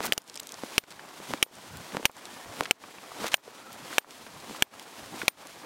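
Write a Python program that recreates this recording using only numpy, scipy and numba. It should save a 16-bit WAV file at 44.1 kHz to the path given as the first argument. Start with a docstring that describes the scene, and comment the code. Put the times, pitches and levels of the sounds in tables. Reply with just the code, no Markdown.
"""A hammer drives a short steel peg into gravel, heard by a small microphone clipped to a jacket.
The cloth pops first, then a light blow bounces twice and small stones tick; eight harder blows follow.
Each blow is a crack, ringing tones, crushed stones and a thud; overload and gain control squash the loud ones.
As the arm swings down before a blow, shaped noise makes the jacket rustle, thump and scrape, with more pops.
Dull knocks fall between the later blows, and thin gliding tones whistle faintly far off."""
import sys
import numpy as np
from scipy import signal
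from scipy.fft import rfft, irfft, next_fast_len
from scipy.io import wavfile
from scipy.ndimage import uniform_filter1d
from numba import njit

SR = 44100
rng = np.random.default_rng(int(sys.argv[2]) if len(sys.argv) > 2 else 0)


def wav_record(signal):
    """Record a signal, one row per channel, as 16-bit PCM in the file named by sys.argv[1]."""
    frames = np.transpose(np.atleast_2d(signal))
    bounded = np.clip(frames, -1, 1)
    # unit amplitude maps onto the largest positive 16-bit level
    quanta = np.round(bounded * 32767).astype(np.int16)
    wavfile.write(sys.argv[1], SR, quanta)


N = 249371


def hammer():
    """Steel cracks on steel, the modes ring and stones crush; the treble reaches the two ports unequally."""
    # Hammer blows and rebounds. Each row: start in seconds, strength in dB, then levels in dB or pitches:
    # crack in dB, crack in Hz, low modes in dB, treble in dB, head ring in dB, ground thud in dB,
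    # and a factor on the ring length.
    blows = [(.1229, -14, 3.5, 2800, -21, 5.5, 13, -21, 0.66),
             (0.1319, -28.5, -14, 2700, 8, 17.5, 1, 6, 0.77),
             (.1782, -21.5, -27, 2850, -23, 20, 20, 8, 0.38), (0.7802, -8.5, 5.5, 2715, -5, 6, 4, 8.5, 0.9),
             (1.4272, -8.5, -0.5, 2620, -9, 8.5, 9, 3.5, 0.98),
             (2.0543, -8.5, 2.5, 2630, 2.5, 8, 4, 11, 1.14),
             (2.7100, -5.5, -2.5, 2610, 1.8, 2, -1, -8, 0.7), (3.342, -9, 4.5, 2580, -1, 0.5, 8, -13, 0.91),
             (3.9822, -6, 4, 2540, 7.5, -0.5, 8, -5, 0.72), (4.6232, -5, -0.5, 2640, 6.5, 0, 0, 7.5, 0.75),
             (5.2808, -12, 5.5, 2550, 5, 9, 12, 2, 0.86)]
    # Ringing tones (modes) of peg and hammer head; the ground damps the peg, the head rings on thinly.
    # Each row: pitch in Hz, level in dB before the blow's own changes, seconds to fall 60 dB before its factor.
    steel_modes = [(830, -9, .03), (1080, -9, .03), (1720, -4, .025), (2330, -4, .025), (2890, -4, .03),
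                   (3080, -1.5, .035), (3500, -8, .02), (4750, -14, .035), (5830, -15, .03),
                   (6200, -17, .03), (7130, -17, .025), (10310, -18, .025), (12970, -21, .02),
                   (6745, -38, .07), (8690, -37, .08), (9520, -28, .08), (9440, -33, .08),
                   (11850, -37, .06), (14530, -25, .1), (14590, -38, .17)]
    # Colour of the stones crushed under the peg. Each row: frequency in Hz, level in dB per Hz.
    crunch_curve = [(200, -13), (600, 3), (1500, 0.5), (3000, 4), (5000, -1.5), (9000, -6), (15000, -11)]
    head_t60_s = .055  # longer rings belong to the head
    grip_s, crunch_s = 0.0076, 0.0052  # the ground stops the peg; the stones stop moving (times ring)

    out = np.zeros((2, N))
    t = np.arange(int(.2 * SR)) / SR
    hz, db, t60 = np.array(steel_modes).T[:, :, None]
    is_head = t60 > head_t60_s
    for s, strength_db, crack_db, crack_hz, low_db, treble_db, head_db, thud_db, ring in blows:
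        level_chance, pitch_chance, side_chance = rng.standard_normal((3, len(steel_modes), 1))
        crunch_noise, side_noise = rng.standard_normal((2, len(t)))
        crack = -undb(13 + crack_db) * np.sin(2 * np.pi * crack_hz * t) * fade(t, 0.0031)

        mode_db = np.select([is_head, hz < 2000, hz > 4000], [head_db, low_db, treble_db])
        mode_db = db + mode_db + 2.2 * level_chance
        # the ground grips the peg differently each time, which detunes the damped modes most
        drift = 1 + .0002 / t60 * pitch_chance
        modes = -undb(mode_db) * np.sin(2 * np.pi * hz * drift * t) * fade(t, t60 * ring)
        grip = np.exp(-(t / (grip_s * ring)) ** 2)
        modes = modes * np.where(is_head, 1, grip)

        # the stones give way just after the steel meets, then stop short
        giving = (1 - np.exp(-(t / .0007) ** 2)) * np.exp(-(t / (crunch_s * ring)) ** 1.5)
        crunch = undb(0.5 + treble_db / 2) * unit(colour(crunch_noise, crunch_curve)) * giving
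        thud = -undb(-13.0 + thud_db) * np.sin(2 * np.pi * 420 * t) * fade(t, 0.02)

        # the part that is opposite in the two channels, stronger for high modes
        side = 0.063 * (modes * np.sign(side_chance) * np.minimum(hz / 12000, 1)).sum(0)
        side += undb(-19) * unit(band(side_noise, 11000., 9000.)) * fade(t, .02)
        mid = crack + modes.sum(0) + crunch + thud
        add(out, s, undb(strength_db) * np.array([mid + side, mid - side]))
    return out


def ticks():
    """Stones and grit tap each other: tiny, bright bursts of noise."""
    # Each row: start in seconds, peak in dB, centre pitch in Hz, width in octaves.
    stone_ticks = [(0.2182, -33, 6940, 1.1), (0.2408, -38, 6040, 1.2), (0.2777, -35, 5430, .8),
                   (0.2976, -28, 4470, 0.94), (0.3423, -29.5, 5500, 0.84), (0.3562, -24.5, 5400, 1.1),
                   (0.3615, -27, 5000, .9), (0.3746, -22.5, 4100, .8), (0.3973, -23, 4270, 1.3),
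                   (0.3999, -15.5, 8600, 2.5), (0.432, -32, 4800, 1.2), (0.4706, -27.5, 5570, 1.9),
                   (0.4916, -27.5, 4540, 1.1), (0.5208, -26, 6250, 1.2), (0.5413, -26.5, 4970, 0.71),
                   (0.9051, -33, 4060, 1.3), (1.5537, -36, 6410, 0.73), (1.771, -30, 7000, 1.6),
                   (2.0107, -44, 5920, 1.4), (2.115, -28, 8020, 1.2), (2.167, -33, 5800, 0.98),
                   (2.2543, -26, 4900, 0.92), (2.6476, -28, 4410, 1.2), (3.281, -25, 4760, 2.5),
                   (3.369, -26, 7010, 1), (3.721, -39, 4500, 1.1), (3.729, -31.5, 10000, 1.2),
                   (4.1075, -29, 3840, 1.4), (4.401, -38, 3900, .7), (4.796, -27.5, 3600, 1.4),
                   (4.826, -39, 6500, 1.1), (5.4706, -30.5, 4960, 1.4)]
    return bursts(stone_ticks, 0.0077)


def knocks():
    """The peg and the hand settle: dull bursts of noise that last a little longer."""
    # Each row: start in seconds, peak in dB, centre pitch in Hz, width in octaves.
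    dull_knocks = [(0.8377, -23, 895, 2.2), (0.9938, -29.5, 1010, 1.6), (1.4635, -26, 550, 0.84),
                   (1.5122, -36, 400, .8), (1.9205, -34, 1420, 1.1), (2.0961, -21, 570, 1.4),
                   (2.8168, -39, 770, 0.82), (2.8381, -29, 715, 1.45), (2.9838, -34, 880, 1.6),
                   (3.1178, -32.5, 685, 0.78), (3.379, -32, 900, 1.2), (3.477, -32.5, 480, 0.32),
                   (3.9285, -26.5, 1480, 0.39), (4.0454, -23, 650, 1.5), (4.069, -35.5, 398, 1.2),
                   (4.2651, -28, 890, 2.05), (4.5475, -31.5, 1180, 0.49), (4.7367, -34, 980, 1.2),
                   (5.2162, -20, 1630, .95)]
    return bursts(dull_knocks, 0.02)


def bursts(table, t60):
    """Short noise bursts, each filling a band around its own pitch and falling 60 dB in t60 seconds."""
    out = np.zeros(N)
    t = np.arange(int(.06 * SR)) / SR
    envelope = fade(t, t60) * (1 - np.exp(-t / 0.00024))
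    for s, db, hz, octaves in table:
        burst = colour(rng.standard_normal(len(t)), hump(hz, octaves)) * envelope
        add(out, s, undb(db) * burst / np.abs(burst).max())
    return out


def pops():
    """Cloth slaps the microphone: pressure drops suddenly and swings back, then a dull flutter dies away."""
    # Each row: start in seconds, level of the whole pop in dB, pitch in Hz, flutter in dB against the pop.
    cloth_pops = [(0.0051, -11, 724, -13.5), (0.089, -27, 330, 1), (0.636, -15.5, 410, -10.5),
                  (1.202, -26, 430, -22), (1.3069, -20, 442, -14), (1.3371, -6, 830, -14),
                  (1.9477, -18, 646, -8), (1.9693, -7, 706, -14.5), (1.997, -23, 410, -6),
                  (2.0292, -20.5, 660, -13), (2.0478, -18, 850, -25), (2.6085, -1.5, 850, -21.5),
                  (2.6236, -20, 530, -10), (3.22, -21.5, 527, -15), (3.2437, -12.5, 627, -8.5),
                  (4.4967, -22, 730, -21), (4.5101, -23.5, 292, -31), (5.1433, -24.5, 407, -9),
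                  (5.2314, -21.5, 650, -8.5)]
    damping, rise_cycles = 0.95, 0.033  # width over pitch; rise in cycles of the pitch
    out = np.zeros(N)
    t = np.arange(int(0.13 * SR)) / SR
    for s, db, hz, flutter_db in cloth_pops:
        envelope = np.exp(-np.pi * damping * hz * t) * (1 - np.exp(-t * hz / rise_cycles))
        swing = -np.cos(2 * np.pi * hz * t) * envelope
        flutter = unit(colour(rng.standard_normal(len(t)), hump(300, 0.75)))
        flutter = flutter * fade(t, 0.033) * (1 - np.exp(-t / 0.0014))
        add(out, s, undb(db) * (swing + undb(flutter_db) * flutter))
    return out


def jacket():
    """Cloth rubs: a dull lumpy body, a fine hiss with fibre crackles, and a low rumble of air."""
    # Colours of the body and the hiss. Each row: frequency in Hz, level in dB per Hz.
    body_curve = [(88, -17), (150, -11.5), (290, 0), (358, -2), (403, -3), (919, -1), (2500, -13),
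                  (3250, -41), (5500, -120)]
    hiss_curve = [(1000, -14), (1800, -5.5), (3200, -2.5), (5500, -6), (9000, -9.5), (12600, -14.5),
                  (15200, -18), (15850, -13), (16100, -53)]
    rumble_curve = [(20, -42), (55, -8.5), (110, -2.5), (240, 1.5), (330, -21)]
    body_db, hiss_db = rubbing()
    body_noise, hiss_noise, rumble_noise, fibre_noise = rng.standard_normal((4, N))

    # about 500 fibre clicks a second, at random moments and strengths
    clicks = rng.random(N) < 500 / SR
    fibres = clicks * undb(np.minimum(3 * rng.exponential(size=N), 9)) * fibre_noise

    lumps = undb(1.84 * walk(110))
    body = unit(colour(body_noise * lumps + 1.9 * fibres, body_curve))
    flicker = undb(1.3 * walk(70) + 0.25 * walk(9))
    hiss = unit(colour(hiss_noise * flicker + 2 * fibres, hiss_curve))
    gusts = undb(3 * walk(25))
    rumble = unit(colour(rumble_noise * gusts, rumble_curve))
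    return body * undb(body_db) + hiss * undb(hiss_db) + rumble * undb(-62.5)


def rubbing():
    """Levels of body and hiss in dB: rest, a build-up into each downswing, a quick fall."""
    # Downswings of the arm, when the jacket rubs hardest. Each row: time of the peak in seconds,
    # resting level before it in dB, body peak in dB, hiss peak in dB, build-up in seconds.
    swings = [(.045, -52, -30, -36, 0.039), (0.75, -52.5, -45, -43.5, 0.18),
              (1.312, -50.5, -45.5, -43, 0.088), (1.958, -48, -46.5, -45.5, 0.14),
              (2.602, -46.5, -38, -40, 0.048), (3.246, -50.5, -37.5, -38, 0.099),
              (3.942, -50.5, -43, -42, 0.13), (4.566, -50, -45, -46, 0.13), (5.201, -49, -43, -42, 0.11),
              (5.66, -49.5, -43, -50, .05)]
    settle_s, hiss_rest_db = 0.061, -2.5  # fall after a downswing; resting hiss against resting body
    t = np.arange(N) / SR
    s, rest_db, *_ = np.transpose(swings)
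    body = np.interp(t, s - .3, rest_db)
    hiss = body + hiss_rest_db
    for at, level_db, body_db, hiss_db, rise_s in swings:
        shape = swell_at(t, at, rise_s, settle_s)
        body = body + (body_db - level_db) * shape
        hiss = hiss + (hiss_db - level_db - hiss_rest_db) * shape
    return body, hiss


def thumps():
    """Air thumps on the microphone: puffs of low noise that swell and sink, each around its own pitch."""
    # Each row: time of the middle in seconds (a puff that would begin before 0 is moved to 0), level in dB,
    # seconds from the middle until it has sunk to about a third, centre pitch in Hz.
    air_thumps = [(0.085, -39, 0.018, 220), (0.362, -68, .03, 180), (0.645, -54, .02, 202),
                  (1.207, -49, .02, 230), (1.31, -41, 0.022, 200), (1.757, -47, 0.075, 110),
                  (1.947, -40, .02, 230), (2.489, -46.5, 0.029, 90), (2.602, -45, .025, 200),
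                  (3.229, -42, .03, 230), (3.834, -50.5, .025, 170), (4.356, -53.5, 0.044, 121),
                  (4.502, -43.5, 0.024, 209), (5.05, -56, .03, 80), (5.136, -45.5, 0.027, 199)]
    out = np.zeros(N)
    t = np.arange(-.09, .09, 1 / SR)
    for s, db, length, hz in air_thumps:
        puff = unit(colour(rng.standard_normal(len(t)), hump(hz, 0.77)))
        puff = puff * np.exp(-(t / length) ** 2)
        add(out, max(s + t[0], 0), undb(db) * puff)
    return out


def scrapes():
    """Cloth drags over the microphone: fibres catch and slip in a dense, uneven run of clicks."""
    # Each row: start in seconds, length in seconds, level in dB (rms before the fades),
    # centre pitch in Hz, width in octaves.
    cloth_scrapes = [(0.027, 0.012, -33.5, 2480, 1.83), (0.041, 0.016, -35.5, 3430, 4.8),
                     (0.054, 0.018, -31, 4500, 6.6), (0.076, 0.0089, -36, 1500, 1),
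                     (0.906, 0.019, -45, 1800, 2.1), (1.373, 0.01, -44, 1890, 1.6),
                     (1.939, 0.02, -38.5, 870, 1.05), (2.632, 0.0062, -35, 1800, 2.1),
                     (2.655, 0.0089, -31.5, 1770, 1.4), (3.249, .012, -33, 1180, 1.04),
                     (3.259, 0.031, -34, 1740, 2.2), (3.316, 0.028, -33, 2080, 1.7)]
    out = np.zeros(N)
    t = np.arange(int(.04 * SR)) / SR
    for s, length, db, hz, octaves in cloth_scrapes:
        when, strength, sign = rng.random((len(t), 3)).T
        # about 2500 slips a second, a few of them much stronger
        slips = (when < 2500 / SR) * undb(-3.5 * np.log(1 - strength)) * np.sign(sign - .5)
        swell = np.clip(np.minimum(t, length - t) / .0015, 0, 1)
        add(out, s, undb(db) * unit(colour(slips, hump(hz, octaves))) * swell)
    return out


def whistles():
    """Faint thin tones far off that glide, waver in pitch and swell unevenly."""
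    # Each row: start in seconds, length in seconds, first pitch in Hz, last pitch in Hz, level in dB.
    far_whistles = [(.735, 0.18, 3620, 3530, -58), (1.6, 0.27, 1380, 1500, -54.5),
                    (2.26, .22, 1760, 1860, -54.5), (3.53, 0.25, 1380, 1300, -53.5)]
    waver_hz, swell_db = 55, 2.5  # typical size of the random wandering
    out, waver, swell = np.zeros(N), walk(150), walk(80)
    for s, length, first_hz, last_hz, db in far_whistles:
        u = np.linspace(0, 1, int(length * SR))
        i = int(s * SR)
        part = slice(i, i + len(u))
        hz = first_hz + (last_hz - first_hz) * u + waver_hz * waver[part]
        tone = np.sin(2 * np.pi * np.cumsum(hz) / SR)
        envelope = undb(db + swell_db * swell[part]) * np.sin(np.pi * u) ** .5
        add(out, s, envelope * tone)
    return out


def undb(db):
    """Turn decibels into a plain factor."""
    return 10 ** (np.asarray(db) / 20)


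def unit(x):
    """Scale a signal to an average strength (rms) of 1."""
    return x / np.sqrt(np.mean(x ** 2))


def fade(t, t60):
    """Falls 60 dB in t60 seconds."""
    return np.exp(-np.log(1000) * t / t60)


def swell_at(t, s, rise_s, fall_s):
    """Climbs to 1 at time s and dies away after it."""
    return np.exp(-np.abs(t - s) / np.where(t < s, rise_s, fall_s))


def hump(hz, octaves):
    """A rounded spectrum around hz, 8 dB down at the given number of octaves to either side."""
    return [(hz * 2 ** (k * octaves), -8 * k * k) for k in (-2, -1, -.5, 0, .5, 1, 2)]


def colour(x, points):
    """Shape a signal's spectrum by (Hz, dB) points on a log axis."""
    hz, db = np.transpose(points)
    n = next_fast_len(len(x))
    f = np.maximum(np.arange(n // 2 + 1) * SR / n, 1)
    curve_db = np.interp(np.log(f), np.log(hz), db, left=-60, right=-60)
    return irfft(rfft(x, n) * undb(curve_db), n)[:len(x)]


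def band(x, hz, width):
    """Two-pole resonance, gain 1 at the centre; width in Hz."""
    return signal.lfilter(*signal.iirpeak(min(hz, .44 * SR), hz / width, fs=SR), x)


def walk(rate):
    """Random levels held 1 / rate seconds and smoothed twice; spread near 1."""
    k = int(SR / rate)
    steps = np.repeat(rng.standard_normal(N // k + 1), k)
    return 1.43 * uniform_filter1d(uniform_filter1d(steps, k), k)[:N]


def add(track, s, sound):
    """Mix a sound in at time s."""
    i = int(s * SR)
    track[..., i:i + sound.shape[-1]] += sound[..., :N - i]


@njit
def gain_control(x, top, ratio, attack, hold, release, slow_share, slow_release):
    """Follows peaks, holds, lets go fast for one part of the cut and slowly for the rest."""
    gain, fast, slow, wait = np.empty(len(x)), 0., 0., 0.
    for i in range(len(x)):
        # wanted cut, as a natural logarithm
        cut = max(np.log(x[i] / top + 1e-9), 0.) * (1 - 1 / ratio)
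        if cut > fast:
            fast, wait = fast + attack * (cut - fast), hold
        elif wait > 0:
            wait -= 1
        else:
            fast -= release * fast
        slow = max(fast, slow * (1 - slow_release))
        gain[i] = np.exp(-(1 - slow_share) * fast - slow_share * slow)
    return gain


def scene():
    """Hammer blows in front, cloth at the microphone, then stones, knocks and far whistles."""
    cloth = jacket() + thumps() + pops() + scrapes()
    # a very faint copy, 150 samples late and opposite in the two channels, widens the cloth slightly
    apart = undb(-50.5) * np.roll(cloth, 150) * np.array([[1], [-1]])
    return hammer() + cloth + apart + ticks() + knocks() + whistles()


def record(dry):
    """Gain control reacts a millisecond late, so the first swings overload; the treble rolls off, then is cut."""
    loudness = np.abs(dry).max(axis=0)
    # times in seconds, turned into samples or into a share per sample
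    gain = gain_control(loudness, top=.13, ratio=17.5, attack=1 / (0.0005 * SR), hold=.08 * SR,
                        release=1 / (0.016 * SR), slow_share=0.15, slow_release=1 / (.3 * SR))
    late_gain = np.concatenate([np.ones(int(0.0011 * SR)), gain])[:N]
    wet = dry * late_gain
    ceiling = 0.46  # overload bends the wave smoothly towards this height
    wet = wet / (1 + np.abs(wet / ceiling) ** 8) ** .125
    wet = signal.sosfilt(signal.butter(6, 15600, fs=SR, output="sos"), wet)
    return signal.sosfilt(signal.ellip(8, .2, 70, 16600, fs=SR, output="sos"), wet)


dry = scene()
out = record(dry)
wav_record(out)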